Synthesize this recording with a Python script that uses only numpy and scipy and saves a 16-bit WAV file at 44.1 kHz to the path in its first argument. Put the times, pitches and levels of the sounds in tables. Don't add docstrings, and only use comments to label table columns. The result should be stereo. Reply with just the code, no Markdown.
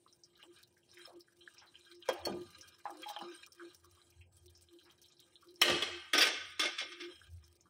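import sys
import numpy as np
from scipy import signal
from scipy.fft import rfft, irfft, next_fast_len
from scipy.io import wavfile
from scipy.ndimage import uniform_filter1d

SR = 44100
rng = np.random.default_rng(int(sys.argv[2]) if len(sys.argv) > 2 else 0)


def store_wav(level_fs):
    pcm = np.round(np.clip(np.atleast_2d(level_fs), -1, 1) * 32767)
    wavfile.write(sys.argv[1], SR, pcm.T.astype(np.int16))


def gain_from_db(level_db):
    decades = np.asarray(level_db, float) / 20
    return 10 ** decades


N = 339479

# start_s, fizz_db, held_s
BOIL_SURGES = [(0.43, -55, 0), (0.58, -52, 0), (0.98, -48, 0.076), (1.2, -68.5, 0.44), (1.48, -59.5, 0.12),
               (1.76, -58.5, 0.077), (1.92, -48, 0), (2.06, -53.5, 0.69), (2.3, -41, 0.0097),
               (2.62, -62, 0.2), (2.86, -56.5, 0.5), (3.04, -47, 0.39), (3.19, -45, 0.04), (3.3, -65, 0.1),
               (3.61, -54, 0.12), (3.8, -63.5, 0.3), (4.5, -68, 1.4), (5.44, -59, 0), (5.64, -55.5, 1.62),
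               (7.45, -61.5, 0)]
# freq_hz, level_db (per Hz)
FIZZ_COLOUR = [(530, -53.5), (900, -12), (1580, -2), (3880, -6), (5260, -11), (7200, -15), (9360, -44.5),
               (15800, -120)]
# freq_hz, level_db (per Hz)
HISS_COLOUR = [(4120, -7.5), (7000, -5), (9020, 3), (11000, -15), (15600, -13), (16400, -120)]
# freq_hz, level_db (per Hz)
AIR_COLOUR = [(15, -59), (43, -16), (102, 5), (252, -3.5), (352, -0.5), (1000, -9.5), (1100, -34),
              (2420, -120)]
# freq_hz, width_hz, level_db
POT_MODES = [(554, 8.4, -14), (812, 25, -6), (996, 12, -6.5), (1220, 54, 1.5), (1614, 41, -8.5),
             (2400, 56, -6.5), (2826, 14, -7.5), (2984, 24, 1), (3220, 23, 4.5), (3663, 78, -5),
             (4030, 62, -3), (4340, 43, -8.5), (5300, 400, -17)]
# start_s, peak_db, pitch_hz
SHARP_BUBBLES = [(0.0628, -51.5, 1135), (0.1268, -47.5, 5550), (0.236, -41, 5480), (0.428, -41, 2950),
                 (0.6347, -47, 4030), (0.9147, -46.5, 5350), (1.2071, -43.5, 4900), (1.283, -56.5, 1570),
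                 (1.476, -38.5, 1630), (1.81, -50, 3830), (1.851, -49, 3640), (1.915, -43, 3820),
                 (2.0249, -40.5, 3100), (2.611, -37, 5650), (2.9703, -51, 4100), (3.163, -33, 3100),
                 (3.1885, -37, 2950), (3.087, -37.5, 3220), (3.3122, -49.5, 2600), (2.213, -45, 3500),
                 (3.36, -53, 5500), (3.5204, -45, 5350), (3.748, -48, 6000), (4.0163, -52, 3800),
                 (4.368, -49.5, 9070), (4.4808, -50, 3640), (4.6226, -50, 8100), (4.687, -51, 3440),
                 (5.194, -49, 3800), (5.207, -51, 3660), (5.0535, -52, 3780), (4.5753, -53, 5700),
                 (5.122, -52.5, 6800), (1.7545, -44, 2900), (5.3559, -43, 3660), (5.559, -46.5, 5300),
                 (7.215, -46, 1520), (7.6088, -49.5, 6260)]
# start_s, peak_db, pitch_hz
MUFFLED_BUBBLES = [(0.353, -63, 3640), (0.5617, -60, 3840), (0.766, -64.5, 1780), (0.9695, -53.5, 2040),
                   (1.4069, -58, 3320), (1.5813, -52.5, 5300), (1.666, -62.5, 3850), (1.7538, -58, 2960),
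                   (2.721, -63, 3210), (3.028, -49, 2300), (3.099, -54, 3340), (3.467, -59.5, 1280),
                   (3.596, -46.5, 1445), (3.699, -60.5, 3540), (3.844, -60, 1140), (4.209, -58, 2450),
                   (4.5503, -58.5, 5640), (4.7865, -60, 3250), (5.039, -58.5, 3580), (5.083, -63, 5800),
                   (5.4243, -59.5, 1230), (5.484, -62.5, 4340), (7.1562, -72, 3670), (7.4385, -61.5, 5890),
                   (7.655, -61.5, 1220)]
# start_s, peak_db, pitch_hz
QUIET_MUFFLED_BUBBLES = [(3.9685, -54.5, 1130), (4.121, -57, 2400), (4.3969, -62, 6420), (4.572, -61, 5770),
                         (4.7343, -53.5, 3500), (4.818, -53, 4030), (4.85, -51, 4720), (4.8964, -48.5, 3220),
                         (4.982, -56, 3990), (5.1116, -50, 3900), (5.167, -53, 4770), (5.223, -50.5, 3330),
                         (5.421, -59, 1220), (5.5408, -63, 5220),
                         (0.0773, -53, 3900), (0.3654, -59, 1550), (0.5147, -63, 3010), (0.5895, -50.5, 1550),
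                                (0.8275, -56, 3000), (0.8903, -50, 4140), (0.994, -45, 1630), (1.0286, -55, 3530),
                                (1.1517, -60.5, 2980), (1.2768, -57, 1600), (1.3199, -56, 1620), (1.461, -49.5, 3500),
                                (1.424, -54, 3550), (1.567, -47, 2430), (1.601, -48.5, 3050), (1.629, -56, 1540),
                                (1.739, -49, 2880), (1.944, -50, 5000), (2.411, -47, 3260)]
# start_s, peak_db, pitch_hz
SYRUP_DRIPS = [
    (1.076, -52.5, 528),
    (2.855, -31, 821),
    (2.896, -38, 808),
    (3.063, -43.5, 834),
    (3.1, -38, 817),
    (3.164, -36, 836),
    (3.212, -37, 813),
]
# times_pitch, level_db, t60_s
POT_AIR_MODES = [(1, 1.5, 0.11), (1.13, -3, 0.053), (1.22, -9, 0.082), (0.81, -15, 0.24), (2.08, -8, 0.04)]
# start_s, hum_db, held_s
HUM_SWELLS = [(0.47, -61.5, 0.039), (0.97, -66, 0.061), (1.17, -52.5, 0), (1.92, -64.5, 0.078),
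              (2.13, -49.5, 0.019), (2.27, -47, .15), (2.6, -62, 0), (2.92, -53, .11), (3.23, -51.5, 0.09),
              (3.63, -53, 0.036), (4.47, -62.5, 0), (4.74, -60.5, 0.026), (5.48, -62, 0.063),
              (5.64, -47, 0.13), (5.74, -37.5, 0.015), (5.9, -55, 0.074), (5.2, -76, 0.15),
              (6.2, -49.5, 0.066), (6.66, -61, 0.069), (6.86, -59.5, 0.17), (7.02, -52.5, 0.081),
              (3.87, -69.5, 0.0067), (1.39, -70, 0.072), (1.79, -74.5, 0.017), (4.84, -70, 0.053)]
# freq_hz, level_db (per Hz)
HUM_COLOUR = [(270, -120), (306, -23.5), (334, -26), (349, -6.5), (364, -29.0), (420, -44.0), (500, -47.5),
              (522, -24.5), (545, -48.0), (620, -120)]
# start_s, rumble_db, held_s
BURNER_SWELLS = [
    (2.32, -54.5, .02),
    (3.88, -71, 0.041),
    (4.21, -63.5, 0.29),
    (4.88, -77, 0.031),
    (2.58, -70.5, 0.023),
    (5.73, -66.5, 0.23),
    (6.45, -70, 0.047),
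    (7.33, -55, 0.025),
]
# freq_hz, level_db (per Hz)
BURNER_COLOUR = [(25, -120), (40, -19.0), (70, -4.5), (85, 9.0), (100, -5.0), (160, -21.0), (250, -120)]
# start_s, peak_db, low_knock_db, treble_db
LADLE_HITS = [
    (2.08, -33, -17, -29),
    (2.0878, -15.5, -4, -27),
    (2.2524, -32, -14, -20),
    (2.268, -18.5, 9.5, -42),
]
# freq_hz, level_db (per Hz)
LADLE_COLOUR = [(88, -40), (240, -27), (420, 7), (700, -2.5), (2600, -6.5), (4320, -19.5), (6910, -13),
                (16000, -53)]
# freq_hz, t60_s
POT_DECAY = [(100, 0.94), (400, 1), (1200, 0.58), (4000, 0.53), (15000, 0.98)]
# start_s, pitch_hz, level_db, t60_s
STEEL_RINGS = [(2.092, 3200, -41.5, 0.16), (2.2523, 4330, -34, 0.09), (2.26, 1200, -53.5, 0.91),
               (5.616, 3120, -20, 0.053), (5.822, 4170, -39, .07), (5.8223, 3400, -27, 0.054),
               (5.8226, 1100, -37.5, 0.077), (2.2525, 5400, -39, 0.051), (2.2523, 6150, -41, 0.042),
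               (2.0885, 520, -35.5, 0.16), (3.031, 3200, -45.5, 0.15), (3.187, 2950, -44.5, 0.14),
               (6.1787, 5700, -26.5, 0.065), (6.1787, 5300, -24.5, 0.06), (6.213, 4710, -23, 0.1),
               (2.27, 350, -43.5, 0.4), (2.2535, 3220, -45, 0.063), (2.262, 4350, -53, 0.45),
               (2.0882, 760, -37, 0.06), (3.06, 830, -50, 0.35), (3.164, 1500, -45, 0.028),
               (2.2545, 2000, -46, 0.06), (5.616, 4170, -25, 0.052), (5.615, 5400, -22.5, 0.041)]
# start_s, peak_db, pitch_hz, swell_s
SOFT_BUMPS = [(.43, -60, 950, 0.0088), (1.61, -58.5, 1150, 0.021), (3.219, -54, 258, 0.012),
              (3.61, -69, 460, 0.028), (2.1, -39.5, 487, 0.0079), (2.271, -41, 328, 0.028),
              (2.27, -50, 150, 0.045), (2.856, -50.5, 1250, 0.0096), (4.85, -64, 1330, 0.026),
              (1.079, -58, 654, 0.021), (5.661, -38, 470, 0.025), (5.69, -43, 163, 0.027),
              (6.159, -39, 480, 0.049), (6.62, -45.5, 535, 0.026), (6.807, -51, 545, 0.014),
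              (7.101, -65, 514, 0.011)]
# start_s, peak_db, low_knock_db, treble_db
TRAY_HITS = [
    (5.6158, -8.5, -19, -9),
    (5.652, -21, -6.5, -26.5),
    (5.68, -17.5, -13, -23.5),
    (5.698, -14.5, -10.5, -15),
    (5.8223, -19.5, -14.5, -10.5),
]
# freq_hz, width_hz, level_db
TRAY_MODES = [(1186, 66, 4), (1550, 36, 10.5), (1865, 62, -2), (2150, 98, 5), (2590, 67, -5.5),
              (2950, 100, 6.5), (3210, 110, -9), (3640, 110, -6.5), (4174, 130, -8), (4600, 90, -3.5),
              (5350, 60, -1), (5640, 60, -3.5), (5860, 140, -7.5)]
# freq_hz, level_db (per Hz)
TRAY_COLOUR = [(150, -15.5), (254, -25), (341, 12), (1040, -14), (1530, -8.5), (3200, -4.5), (5570, -14),
               (7620, -27.5), (10800, -38), (16000, -37.5)]
# start_s, peak_db, low_knock_db, treble_db
DISH_HITS = [(6.1324, -16, -14.5, -12), (6.1482, -18.5, -10.5, -39), (6.1787, -15, -17, -12),
             (6.2045, -15.5, -24.5, -17), (6.2165, -14, -33, -14), (6.227, -17.5, -23, -19),
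             (6.2504, -24.5, -6.5, -5), (6.269, -19.5, -13.5, -14.5), (6.5941, -18, -19.5, -11.5),
             (6.612, -23, -21.5, -17), (6.632, -22, -26, -14.5), (6.652, -22.5, -14.5, -14.5),
             (6.783, -24.5, -53, -14.5), (6.8013, -27.5, -19, -15.5), (6.82, -35, -10.5, -15),
             (6.9184, -35, -13, -11), (7.0, -35.5, -12, -11), (7.0069, -33, -14, -33),
             (7.035, -36.5, -5.5, -18.5)]
# freq_hz, width_hz, level_db
DISH_MODES = [(316, 27, 8), (728, 26, 2.5), (1233, 90, -2), (1526, 49, 1.5), (2149, 37, -6.5),
              (2360, 22, 1.5), (2657, 35, -6), (2962, 47, 1.5), (3220, 105, -8.5), (3500, 110, 5),
              (3890, 20, -2), (4760, 40, 1), (5350, 65, -3.5), (5700, 130, 3.5),
              (6160, 36, -3), (8200, 75, -0.5), (12000, 120, 6), (13050, 130, 5.5), (14500, 370, 3.5)]
# freq_hz, level_db (per Hz)
DISH_COLOUR = [(150, -13), (254, -15.5), (341, 6.5), (1040, -15.5), (1210, -10), (1390, -17.5), (1530, -3),
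               (3550, -6.5), (5570, -10.5), (7620, -26), (10800, -33.5), (11600, -43.5), (16000, -40)]
# freq_hz, t60_s
KITCHEN_DECAY = [(100, 0.6), (400, 0.93), (1200, 1), (4000, 0.84), (8000, 0.89), (15000, 0.65)]
# time_s, level_db
LAST_TAIL_CUT = [
    (0, 17),
    (7.06, 2),
    (7.17, -2),
    (7.7, -24.5),
]
# start_s, peak_db
TREBLE_PUFFS = [(0.162, -71), (0.2553, -82), (0.342, -79), (0.3676, -69), (0.4279, -66), (0.5866, -62),
                (0.6302, -53.5), (0.6679, -74), (0.7267, -69), (0.778, -65), (0.9398, -59), (0.9837, -58),
                (1.059, -57.5), (1.197, -58.5), (1.2146, -57), (1.3872, -66), (1.494, -68), (1.5388, -57.5),
                (1.8507, -58.5), (1.914, -58.5), (1.952, -61), (2.0887, -38.5), (2.131, -51), (2.1919, -63),
                (2.2528, -31.5), (2.4097, -56.5), (2.5062, -60), (2.534, -65.5), (2.585, -58), (2.61, -51),
                (2.676, -52.5), (2.8499, -63.5), (2.9053, -54), (2.9713, -54), (3.0203, -50),
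                (3.0898, -40.5), (3.103, -53), (3.068, -55), (3.1887, -51), (3.259, -69), (3.3585, -60),
                (3.4638, -54.5), (3.5225, -57.5), (3.5495, -57), (3.6726, -73), (3.7466, -56.5),
                (3.799, -64), (3.8412, -59), (3.912, -62), (3.9838, -80), (4.103, -59), (4.3246, -70),
                (4.369, -65.5), (4.4594, -58), (4.4973, -58), (4.6109, -60), (4.9791, -70), (5.017, -55),
                (5.2014, -52.5), (5.2795, -79), (5.4228, -60), (5.4705, -64), (5.4954, -68),
                (5.5424, -62.5),
                (7.1705, -86), (7.27, -70.5), (7.323, -67.5), (7.463, -67.5), (7.5276, -65.5),
                      (7.565, -64), (7.6133, -65.5)]
# freq_hz, level_db
PUFF_COLOUR = [(1000, -24.5), (2500, -9.5), (6000, 5.5), (7000, -10.0), (9000, 1.0), (11000, -7.5),
               (15800, -2.0), (16300, -120)]
# freq_hz, threshold_db
FILTER_THRESHOLD = [(100, -67), (500, -57.5), (1000, -76.5), (1300, -88), (6000, -77.5), (8000, -83),
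                    (15000, -57.5)]
# freq_hz, likeness
MIC_LIKENESS = [(60, 0.28), (130, 0.97), (290, 0.76), (640, 0.65), (1410, 0.069), (3100, 0.41), (6820, 0.3),
                (15000, 0.36)]
# freq_hz, left_minus_right_db
MIC_LEAN = [(60, 1), (700, -0.5), (1300, 2.5), (2400, -1), (3800, -2.5), (5700, -8.5), (6900, -10.5),
            (7900, 18.5), (9000, 22.5), (10000, 22), (11500, 3.5), (15000, 5)]
# freq_hz, gain_db
BAND_LIMIT = [(16000, 0), (16250, -22), (17000, -45)]


def simmer():
    boil_db = swells(BOIL_SURGES, rise=188, fall=350, rest_db=-71.5)
    fizz = coloured(noise(N, gates(depth_db=8, shared_db=0.0, hold_s=0.025, size=2)), FIZZ_COLOUR)
    fizz = rung(fizz * crackle(rate=55, life_s=0.009), POT_MODES, between_db=-16, sharp=1.1)
    fizz = gain_from_db(boil_db - 7.0) * unit(fizz)
    hiss = coloured(noise(N, gates(depth_db=8.0, shared_db=4.0, hold_s=0.018, size=4)), HISS_COLOUR)
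    hiss = gain_from_db(0.41 * boil_db - 47.5) * hiss
    air = coloured(noise(N, gates(depth_db=2, shared_db=1.5, hold_s=0.05, size=1)), AIR_COLOUR)
    return gap() * (fizz + hiss) + gain_from_db(-77.5) * air


def crackle(rate, life_s):
    size = gain_from_db(2.6 * np.minimum(rng.exponential(size=N), 2.2))
    starts = (rng.random(N) < rate / SR) * size
    return unit(0.9 + signal.lfilter([1], [1, -np.exp(-1 / (life_s * SR))], starts))


def bubbles():
    out = np.zeros((2, N))
    for s, db, hz in SHARP_BUBBLES:
        add(out, s, gain_from_db(db) * burst(hz, cycles=2.34, width=0.13, t60=0.077, wet_db=-12.5))
    pops = [(s, db - 13.0, hz) for s, db, hz in QUIET_MUFFLED_BUBBLES]
    ping_db = -22
    for s, db, hz in MUFFLED_BUBBLES + pops:
        add(out, s, gain_from_db(db + ping_db) * burst(hz, cycles=1.0, width=0.16, t60=0.14, wet_db=-ping_db))
    return out


def burst(hz, cycles, width, t60, wet_db):
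    t = np.arange(SR // 6) / SR
    u = t * hz / cycles
    ping = 5 * (u * np.exp(-u)) ** 2 * np.sin(2 * np.pi * hz * t * (1.003 + 0.012 * u))

    def answer(f, s):
        near = np.exp(-0.5 * (np.log((f + 1) / hz) / width) ** 2) + 0.0028
        return near * resonances(POT_MODES, f, between_db=-14.5, sharp=1.0) * gain_from_db(-60 * s / t60)

    tail = noise(len(t), answer, order=512)
    tail = gain_from_db(wet_db) * tail * (1 - np.exp(-t / 0.001)) / np.std(tail[:, :400])
    return ping * lean(hz)[:, None] + tail


def drips():
    out, t = np.zeros((2, N)), np.arange(SR // 6) / SR
    for s, db, hz in SYRUP_DRIPS:
        ring = 0
        for ratio, level, t60 in POT_AIR_MODES:
            phase = 0.15 * rng.random((2, 1))
            fade = gain_from_db(level + rng.normal(0, 1.0) - 60 * t / t60)
            ring = ring + fade * np.sin(2 * np.pi * (hz * ratio * t + phase))
        ring = 0.58 * ring * (1 - np.exp(-t / 0.00047))
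        splash = gain_from_db(-22.0) * burst(hz, cycles=4.2, width=0.33, t60=0.33, wet_db=7)
        add(out, s, gain_from_db(db) * (ring + splash))
    return out


def hum():
    hum_db = swells(HUM_SWELLS, rise=390, fall=395, rest_db=-80)
    wall = coloured(rng.standard_normal(N), HUM_COLOUR)
    beat = np.abs(signal.hilbert(wall))
    wall = unit(wall / (beat + 0.89))
    return gain_from_db(hum_db + [[-1.5], [1.5]]) * wall


def ladle():
    return clatter(LADLE_HITS, POT_MODES, LADLE_COLOUR, POT_DECAY, between_db=-10.0, wet_db=-18.5,
                   crack_s=0.082, rise_s=0.00075)


def clatter(hits, modes, tone, room, between_db, wet_db, crack_s, rise_s):
    out, t = np.zeros((2, N)), np.arange(SR * 3 // 4) / SR
    short = len(t) // 4
    for s, db, low_db, high_db in hits:
        blow = [(170, low_db - 19.0), (340, low_db + 0.0), (800, low_db + 13.5), (1100, 0.017), (5600, 0.023),
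                (7600, high_db + 17.5), (10500, high_db + 24.5), (15500, high_db + 28.5)]

        def colour(f, u):
            return gain_from_db(along(tone, f) + along(blow, f))

        def echo(f, u):
            return colour(f, u) * gain_from_db(-60 * u / along(room, f))

        crack = np.pad(unit(noise(short, colour)), [(0, 0), (0, len(t) - short)])
        crack = 0.88 * crack * gain_from_db(-60 * t / crack_s) * (1 - np.exp(-t / rise_s))
        tail = noise(len(t), echo)
        tail = gain_from_db(wet_db) * tail / np.std(tail[:, :2000]) * (1 - np.exp(-t / 0.0011))
        add(out, s, gain_from_db(db) * (crack + tail))
    return shut(rung(out, modes, between_db, sharp=1.73))


def rings():
    out, t = np.zeros((2, N)), np.arange(SR // 2) / SR
    blur = 0.04
    for s, hz, db, t60 in STEEL_RINGS:
        steps = rng.standard_normal((2, 1, len(t)))
        drift = np.cumsum(steps, axis=2) * np.sqrt(blur * hz / SR) / (2 * np.pi)
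        turns = hz * t * [[[1]], [[1.012]]] + drift + rng.random((2, 2, 1))
        pair = np.sin(2 * np.pi * turns).sum(axis=0)
        add(out, s, gain_from_db(db - 60 * t / t60) * lean(hz)[:, None] * pair * (1 - np.exp(-t / 0.00039)))
    return out


def thuds():
    out, t = np.zeros((2, N)), np.arange(SR // 2) / SR
    for s, db, hz, swell_s in SOFT_BUMPS:
        def near(f, u):
            return np.exp(-0.5 * (np.log((f + 1) / hz) / 0.48) ** 2) + 0 * u

        bump = unit(noise(len(t), near, order=2048))
        add(out, s, gain_from_db(db) * bump * np.e * t / swell_s * np.exp(-t / swell_s))
    return out


def tray():
    return clatter(TRAY_HITS, TRAY_MODES, TRAY_COLOUR, KITCHEN_DECAY, between_db=-7.0, wet_db=-15.0,
                   crack_s=0.064, rise_s=0.00043)


def dishes():
    clash = clatter(DISH_HITS, DISH_MODES, DISH_COLOUR, KITCHEN_DECAY, between_db=-9.5,
                    wet_db=-18.0, crack_s=0.13, rise_s=0.00071)
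    time_s, level_db = np.transpose(LAST_TAIL_CUT)
    return gain_from_db(np.interp(np.arange(N) / SR, time_s, level_db)) * clash


def burner():
    rumble_db = swells(BURNER_SWELLS, rise=110, fall=90, rest_db=-85.5)
    middle, side = coloured(rng.standard_normal((2, N)), BURNER_COLOUR)
    return gain_from_db(rumble_db) * unit(middle + 0.12 * side * [[1], [-1]])


def puffs():
    out, t = np.zeros((2, N)), np.arange(SR // 16) / SR
    faint = rng.random((90, 2)) * [N / SR, 6] - [0, 80]
    timed = np.array(TREBLE_PUFFS) - [0, 9.5]
    for s, db in np.vstack([timed, faint]):
        held_s = 0.013 * gain_from_db(np.clip(rng.normal(0, 4), -7, 4))
        patches = gates(depth_db=3, shared_db=5, hold_s=0.008, size=6)

        def treble(f, u):
            return gain_from_db(along(PUFF_COLOUR, f)) * patches(f, u)

        block = unit(noise(len(t), treble))
        tick = 2.8 * gain_from_db(-60 * t / 0.003)
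        add(out, s, gain_from_db(db + 4.0) * block * (1 / (1 + (t / held_s) ** 6) + tick))
    return out


def gates(depth_db, shared_db, hold_s, size):
    def shape(hz, s):
        band = np.arange(len(hz)) // size
        jumps = rng.random((band[-1] + 2, len(s))) < s[1] / hold_s
        step = np.cumsum(jumps, axis=1)
        gain = np.take_along_axis(rng.standard_normal(step.shape), step, axis=1)
        gain = uniform_filter1d(gain, size=2, axis=1)
        shared = shared_db * np.clip(gain[-1], -2, 1)
        return gain_from_db(np.clip(depth_db, 0, 5) * gain[band] + shared)
    return shape


def gap():
    middle_s, half_s, depth_db = 4.283, 0.04, -12
    return gain_from_db(depth_db / (1 + ((np.arange(N) / SR - middle_s) / half_s) ** 8))


def shut(x):
    hz, _, z = signal.stft(x, SR, nperseg=512)
    power = uniform_filter1d(np.mean(np.abs(z) ** 2, axis=0), size=3, axis=0)
    power = np.abs(uniform_filter1d(power, size=5, axis=1))
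    threshold = gain_from_db(2 * along(FILTER_THRESHOLD, hz))[:, None]
    return signal.istft(z * power / (power + threshold), SR, nperseg=512)[1][:, :N]


def sharpen(x, strength):
    hz, _, z = signal.stft(x, SR, nperseg=1024, noverlap=768)
    lasting = uniform_filter1d(np.abs(z) ** 2, size=2, axis=1)
    lasting = np.abs(uniform_filter1d(lasting, size=9, axis=2)) + 1e-16
    gain = np.clip((lasting / uniform_filter1d(lasting, size=21, axis=1)) ** strength, 0.2, 2)
    band = uniform_filter1d(lasting.mean(axis=0), size=4, axis=0)
    weak = band < 0.2 * uniform_filter1d(band, size=40, axis=0)
    empty = weak & (hz[:, None] > 3400)
    z = z * gain * np.where(empty, 0.1, 1)
    return signal.istft(z, SR, nperseg=1024, noverlap=768)[1][:, :N]


def noise(size, shape, order=256):
    hz, s, z = signal.stft(rng.standard_normal((2, size)), SR, nperseg=order)
    hz = hz[:, None]
    alike = along(MIC_LIKENESS, hz)
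    turn = np.exp(0.5j * np.arccos(np.clip(1.1 * alike, -1, 1)))
    stray = 0.9 * np.sqrt(np.clip(1 - alike, 0, 1)) * z[1]
    pair = np.array([z[0] * turn + stray, z[0] / turn - stray]) * lean(hz)
    return signal.istft(pair * shape(hz, s), SR, nperseg=order)[1][:, :size]


def lean(hz):
    gain = gain_from_db(np.multiply.outer([0.5, -0.5], along(MIC_LEAN, hz)))
    return gain / np.sqrt(np.mean(gain ** 2, axis=0))


def rung(x, modes, between_db, sharp):
    m = next_fast_len(N + SR // 2)
    wall = resonances(modes, np.fft.rfftfreq(m, 1 / SR), between_db, sharp)
    return irfft(rfft(x, m) * wall, m)[..., :N]


def resonances(modes, f, between_db, sharp):
    total = gain_from_db(between_db)
    for k, (centre, width, db) in enumerate(modes):
        damping = 1j * f * width / sharp
        total = total + (-1) ** k * gain_from_db(db / 2) * damping / (centre * centre - f * f + damping)
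    return total


def swells(rows, rise, fall, rest_db):
    t = np.arange(0, N + 64, 64) / SR
    s, db, held = np.transpose(rows)[:, :, None]
    each = db - rise * np.maximum(s - t, 0) - fall * np.maximum(t - s - np.abs(held), 0)
    return np.interp(np.arange(N) / SR, t, np.maximum(each.max(axis=0), rest_db))


def filtered(x, points):
    m = next_fast_len(N + 8192)
    return irfft(rfft(x, m) * gain_from_db(along(points, np.fft.rfftfreq(m, 1 / SR))), m)[..., :N]


def coloured(x, points):
    return unit(filtered(x, points))


def along(points, hz):
    f, v = np.transpose(points)
    return np.interp(np.log(hz + 1), np.log(f + 1), v)


def unit(x):
    return x / np.sqrt(np.mean(x ** 2) + 1e-20)


def add(track, s, x):
    part = track[:, round(s * SR):][:, :x.shape[1]]
    part += x[:, :part.shape[1]]


def scene():
    pot = simmer() + bubbles() + drips() + hum()
    knocks = ladle() + rings() + thuds()
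    aside = gain_from_db([[1.2], [-1.2]])
    return pot + knocks + aside * (tray() + dishes()) + burner() + gap() * puffs()


def top_cut(x):
    return signal.sosfilt(signal.butter(12, 17000, fs=SR, output="sos"), x)


def record(dry):
    heard = signal.sosfilt(signal.butter(2, 45, "high", fs=SR, output="sos"), dry)
    mix = sharpen(filtered(heard, BAND_LIMIT), strength=0.12)
    return top_cut(mix)


dry = scene()
out = record(dry)
store_wav(out)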